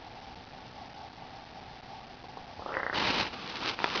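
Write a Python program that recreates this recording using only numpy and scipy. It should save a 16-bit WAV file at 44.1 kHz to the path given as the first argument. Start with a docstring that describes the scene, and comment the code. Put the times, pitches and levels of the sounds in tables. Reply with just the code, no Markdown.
"""Room noise and the hum and whirr of a fan go on throughout. After about two seconds a cat in a plush
play tunnel spits at an approaching camera: a rattle of sharp pops that brighten as the mouth opens.
Near three seconds the pops run into a hiss of air and saliva; the camera bumps softly twice meanwhile.
Then fabric rubs and snags close to the microphone, and knocks ring the camera's case.
The coarse 8-bit recorder adds grit to it all and has little treble."""
import sys
import numpy as np
from scipy import signal
from scipy.fft import rfft, irfft, next_fast_len
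from scipy.io import wavfile
from scipy.ndimage import uniform_filter1d, map_coordinates

SR = 44100
rng = np.random.default_rng(int(sys.argv[2]) if len(sys.argv) > 2 else 0)


def put_to_file(sound):
    """Save the sound as 16-bit audio at rate SR, in the file named by the first command-line argument."""
    columns = np.atleast_2d(sound).T  # one column per channel
    safe = np.clip(columns, -1, 1)
    whole_steps = np.round(safe * 32767)
    wavfile.write(sys.argv[1], SR, whole_steps.astype(np.int16))


N = 176400  # four seconds


def amp(db):
    """Turn decibels into a number to multiply by."""
    return 10 ** (np.asarray(db) / 20)


def unit(x):
    """Scale x to an average strength (rms) of 1."""
    return x / np.sqrt(np.mean(x ** 2) + 1e-20)


def gain_at(colour, hz):
    """Read the gain at hz from a colour: rows of f/Hz, level/dB."""
    row_hz, db = np.transpose(colour)
    return amp(np.interp(np.log(hz + 1), np.log(row_hz + 1), db))


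def loudness(rows):
    """A smooth gain curve through rows of t/s, level/dB; silent before and after."""
    s, db = np.transpose(rows)
    t = np.arange(N) / SR
    return uniform_filter1d(amp(np.interp(t, s, db)) * (t >= s[0]) * (t <= s[-1]), size=200)


def wobble(per_s):
    """A smooth curve through per_s random values a second."""
    return map_coordinates(rng.standard_normal(N // 8), [np.arange(N) * per_s / SR + 2])


def filtered(x, response):
    """Turn each frequency in x up or down by response(hz)."""
    size = next_fast_len(N + SR // 2)
    return irfft(rfft(x, size) * response(np.fft.rfftfreq(size, 1 / SR)), size)[..., :N]


def coloured(x, colour):
    """Give x a colour (its mix of low and high), at strength 1."""
    return unit(filtered(x, lambda hz: gain_at(colour, hz)))


def sharp_click(colour, size=4096):
    """A click of this colour, its energy as early as possible (minimum phase)."""
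    cepstrum = irfft(np.log(gain_at(colour, np.fft.rfftfreq(size, 1 / SR))))
    cepstrum[1:size // 2] *= 2
    cepstrum[size // 2 + 1:] = 0
    return irfft(np.exp(rfft(cepstrum)))


def grainy(share, per_s):
    """White noise with a share of its power in tiny random clicks."""
    clicks = (rng.random(N) < per_s / SR) * rng.standard_normal(N)
    return np.sqrt(1 - share) * rng.standard_normal(N) + np.sqrt(share) * unit(clicks)


def add(out, s, x):
    """Mix x into out, starting at s seconds."""
    part = out[round(s * SR):][:len(x)]
    part += x[:len(part)]


# Colour of the fan's whirr: f/Hz, level/dB
WHIRR_COLOUR = [(450, -42.5), (600, -15.5), (700, -7), (770, -1.5), (880, -5), (950, -11.5), (1020, -34),
                (1130, -11.5), (1300, -41)]
# The fan's faint steady tone: f/Hz, level/dB
FAN_HUM = [(253.0, -64)]


def fan():
    """A fan whirrs in a narrow, wavering band of noise and hums on one note."""
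    whirr = coloured(rng.standard_normal(N), WHIRR_COLOUR) * amp(-51 + 1.81 * wobble(per_s=14))
    t = np.arange(N) / SR
    hum = sum(np.sqrt(2) * amp(db) * np.sin(2 * np.pi * hz * t) for hz, db in FAN_HUM)
    return whirr + hum


# Colour of the room's noise: f/Hz, level/dB
ROOM_COLOUR = [(20, -8), (50, -2.5), (75, 0.5), (120, 0), (170, -2.5), (245, -4), (310, -7), (430, -7.5),
               (560, -9), (1000, -14.5), (1300, -18), (1700, -16), (2500, -22), (5000, -26)]


def room_noise():
    """The room gives a quiet, steady, low rush."""
    return amp(-52) * coloured(rng.standard_normal(N), ROOM_COLOUR)


# Each pop's start, its peak before the tunnel and the top of the mouth's band: t/s, level/dB, f/Hz
SPIT_POPS = [(2.2408, -35, 1116), (2.371, -29.5, 1144), (2.5932, -30, 1053), (2.6208, -30, 1300),
             (2.6606, -23.5, 1303), (2.690, -25, 1363), (2.7033, -33, 1420), (2.7197, -26, 1435),
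             (2.727, -30.5, 2030), (2.7408, -22.5, 2960), (2.750, -22.5, 2084), (2.7555, -34.5, 2100),
             (2.7684, -15.5, 2060), (2.787, -28, 2054), (2.7977, -23, 2070), (2.8015, -22.5, 2040),
             (2.831, -18.5, 2086), (2.8649, -17, 2060), (2.8976, -18, 2050), (2.9284, -21, 1890),
             (2.934, -25.5, 2135)]
# Colour of the puff behind each pop: f/Hz, level/dB
PUFF_COLOUR = [(60, -17), (250, -7), (530, -1), (950, -2), (1400, 1), (1900, 3), (3000, -6.5),
               (7000, -10.5)]
# Air pushed out between the pops: t/s, level/dB
BREATH_LEVELS = [(2.55, -72), (2.65, -56.5), (2.68, -41.5), (2.76, -41.5), (2.85, -44), (2.92, -50.5),
                 (2.94, -39), (2.97, -49.5)]
# Colour of that air: f/Hz, level/dB
BREATH_COLOUR = [(60, -18.5), (350, -14), (435, -2), (475, -5), (530, 5), (620, -7.5), (1100, -2.5),
                 (1500, -9), (2200, -24.5), (3000, -19.5), (5500, -36)]


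def spit():
    """Each pop rings at the top of the mouth's band and scatters in the tunnel; air flows in between."""
    leak_db, tunnel_db = -34.5, -5.5
    echo_rise_s, echo_fade_s = 0.0018, 0.1  # a fade time is the time to drop by 60 dB
    out, puff = np.zeros(N), sharp_click(PUFF_COLOUR)
    t = np.arange(len(puff)) / SR
    for s, db, edge_hz in SPIT_POPS:
        mouth = signal.cheby1(N=10, rp=0.83, Wn=edge_hz, fs=SR, output="sos")  # cuts the highs steeply
        pop = signal.sosfilt(mouth, puff) + amp(leak_db) * puff
        pop /= np.abs(pop).max()
        echoes = rng.standard_normal(len(t)) * amp(-60 * t / echo_fade_s)
        echoes *= 1 - np.exp(-t / echo_rise_s)
        scatter = signal.fftconvolve(pop, echoes / np.linalg.norm(echoes))[:len(t)]
        add(out, s, amp(db) * (pop + amp(tunnel_db) * scatter))
    return out + loudness(BREATH_LEVELS) * coloured(rng.standard_normal(N), BREATH_COLOUR)


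# Start and peak of each soft bump: t/s, level/dB
CAMERA_BUMPS = [(2.574, -44.5), (3.2, -50.5)]


def bumps():
    """A soft bump only pushes the camera, making a low thud."""
    thud_hz, rise_s = 87, 0.018
    out, t = np.zeros(N), np.arange(SR // 8) / SR
    thud = t / rise_s * np.exp(1 - t / rise_s) * np.sin(2 * np.pi * thud_hz * t)
    for s, db in CAMERA_BUMPS:
        add(out, s, amp(db) * thud)
    return out


# How hard the cat hisses: t/s, level/dB
HISS_LEVELS = [(2.925, -57), (2.942, -36), (2.97, -30.5), (3.055, -32), (3.085, -27), (3.145, -31.5),
               (3.212, -28), (3.24, -36.5), (3.275, -38.5), (3.31, -50)]
# Colour of the jet of air: f/Hz, level/dB
JET_COLOUR = [(24, -31), (40, -10.5), (112, -5.5), (150, -8), (199, -2.5), (701, -7), (879, -0.5),
              (1250, -6.5), (2090, -7), (3030, -5.5), (3350, -11), (3960, -9), (5500, -12.5), (7150, -39.5),
              (12100, -120)]
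# Bands where the open mouth rings: f/Hz, width/Hz, level/dB
MOUTH_RINGS = [(350, 160, -4.5), (964, 350, -8.5), (1715, 340, -7), (2920, 730, -5.5), (3970, 550, -4)]


def hiss():
    """Fluttering air with a spray of saliva, plus breath ringing in the open mouth."""
    def mouth(f):
        return sum((-1) ** k * amp(db) * 1j * f * width / (hz * hz - f * f + 1j * f * width)
                   for k, (hz, width, db) in enumerate(MOUTH_RINGS))

    jet = coloured(grainy(share=0.22, per_s=1100), JET_COLOUR)  # the clicks are the saliva
    ringing = unit(filtered(rng.standard_normal(N), mouth))
    flutter = amp(1.54 * wobble(per_s=220))
    return loudness(HISS_LEVELS) * flutter * (jet + amp(-10) * ringing)


# How hard the fabric presses: t/s, level/dB
RUB_LEVELS = [(3.3, -53), (3.342, -36), (3.356, -47.5), (3.368, -42.5), (3.572, -39), (3.594, -42),
              (3.626, -34.5), (3.696, -30.5), (3.726, -41), (3.738, -35.5), (3.762, -55), (3.77, -47),
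              (3.81, -37.5), (3.87, -36), (3.90, -35.5), (3.94, -34.5), (3.96, -31), (4.0, -30)]
# Colour of its soft rush: f/Hz, level/dB
RUSH_COLOUR = [(24, -46), (40, -17.5), (156, -7), (204, -1), (240, -2.5), (504, -3), (559, -8),
               (1170, -1.5), (1920, -10.5), (2730, -7.5), (4120, -11), (5500, -15), (7150, -46),
               (12100, -120)]
# Colour of its bright slips and snags: f/Hz, level/dB
SCRATCH_COLOUR = [(200, -30.5), (900, -9.5), (2500, 2), (4200, -0.5), (5500, -3)]


def rubbing():
    """Plush slides past the microphone: a soft rush and many small bright slips."""
    roughness = amp(wobble(per_s=130))
    rush = roughness * coloured(grainy(share=0.2, per_s=2000), RUSH_COLOUR)
    slips = coloured(rng.standard_normal(N) * amp(6.5 * wobble(per_s=500)), SCRATCH_COLOUR)
    return loudness(RUB_LEVELS) * (amp(-2) * rush + amp(-3.5) * slips)


# Moments when the fabric catches: t/s, level/dB
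FABRIC_SNAGS = [(3.4597, -34.5), (3.499, -29), (3.5564, -27), (3.5685, -27), (3.676, -21.5),
                (3.6948, -20.5), (3.712, -35), (3.958, -23)]


def snags(fade_s=0.024):
    """Each snag of the fabric is a short, bright scratch."""
    bursts, t = np.zeros(N), np.arange(SR // 20) / SR
    for s, db in FABRIC_SNAGS:
        add(bursts, s, amp(db - 60 * t / fade_s))
    return bursts * coloured(rng.standard_normal(N), SCRATCH_COLOUR)


# Start, peak and brightness of each knock: t/s, level/dB, f/Hz
CASE_KNOCKS = [(3.540, -33.5, 1500), (3.628, -24, 1200), (3.7902, -17.5, 2200), (3.802, -21, 1800),
               (3.8201, -23.5, 1200), (3.8429, -5, 3190), (3.8458, -16, 2000), (3.8597, -19.5, 1300),
               (3.8788, -22, 1500)]
# Notes the camera's case rings with: f/Hz, level/dB, fade time/s
CASE_NOTES = [(470, -14.5, .012), (956, -7, 0.023), (1330, -5, 0.0065), (1880, -2, 0.0054),
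              (2470, -4, 0.0081), (3450, -3.5, 0.0093), (4550, -9, .006)]


def knocks():
    """Handling knocks ring the camera's case briefly, duller where the contact is soft."""
    low_cut_hz, crack_fade_s = 483, 0.004
    out, t = np.zeros(N), np.arange(SR // 8) / SR
    for s, db, bright_hz in CASE_KNOCKS:
        ring = sum(amp(note_db + rng.normal(0, 4.0) - 60 * t / fade_s) * np.sin(2 * np.pi * hz * t)
                   for hz, note_db, fade_s in CASE_NOTES)
        crack = amp(4 - 60 * t / crack_fade_s) * rng.standard_normal(len(t))
        contact = signal.butter(1, [low_cut_hz, bright_hz], "band", fs=SR, output="sos")
        knock = signal.sosfilt(contact, ring + crack)
        add(out, s, amp(db) * knock / np.abs(knock).max())
    return out


def scene():
    """All the sounds meet at one microphone."""
    return (fan() + room_noise() + spit() + bumps() + hiss() + rubbing() + snags() + knocks())[None]


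# How the recorder's treble falls away: f/Hz, level/dB
RECORDER_COLOUR = [(20, 0), (4500, 0), (5000, -1.5), (5500, -5), (6000, -11.5), (6500, -24), (7000, -41),
                   (7200, -53.5)]


def record(dry):
    """A slow 8-bit recorder rounds sound to coarse steps: quiet parts turn gritty, and treble is lost."""
    sample_hz, bits, top_hz = 11025, 8, 7200
    hop, steps = SR // sample_hz, 2 ** (bits - 1)
    samples = filtered(dry, lambda hz: hz < sample_hz / 2)[:, ::hop]
    stored = np.zeros_like(dry)
    stored[:, ::hop] = hop * np.round(samples * steps) / steps
    return filtered(stored, lambda hz: gain_at(RECORDER_COLOUR, hz) * (hz < top_hz))


dry = scene()
out = record(dry)
put_to_file(out)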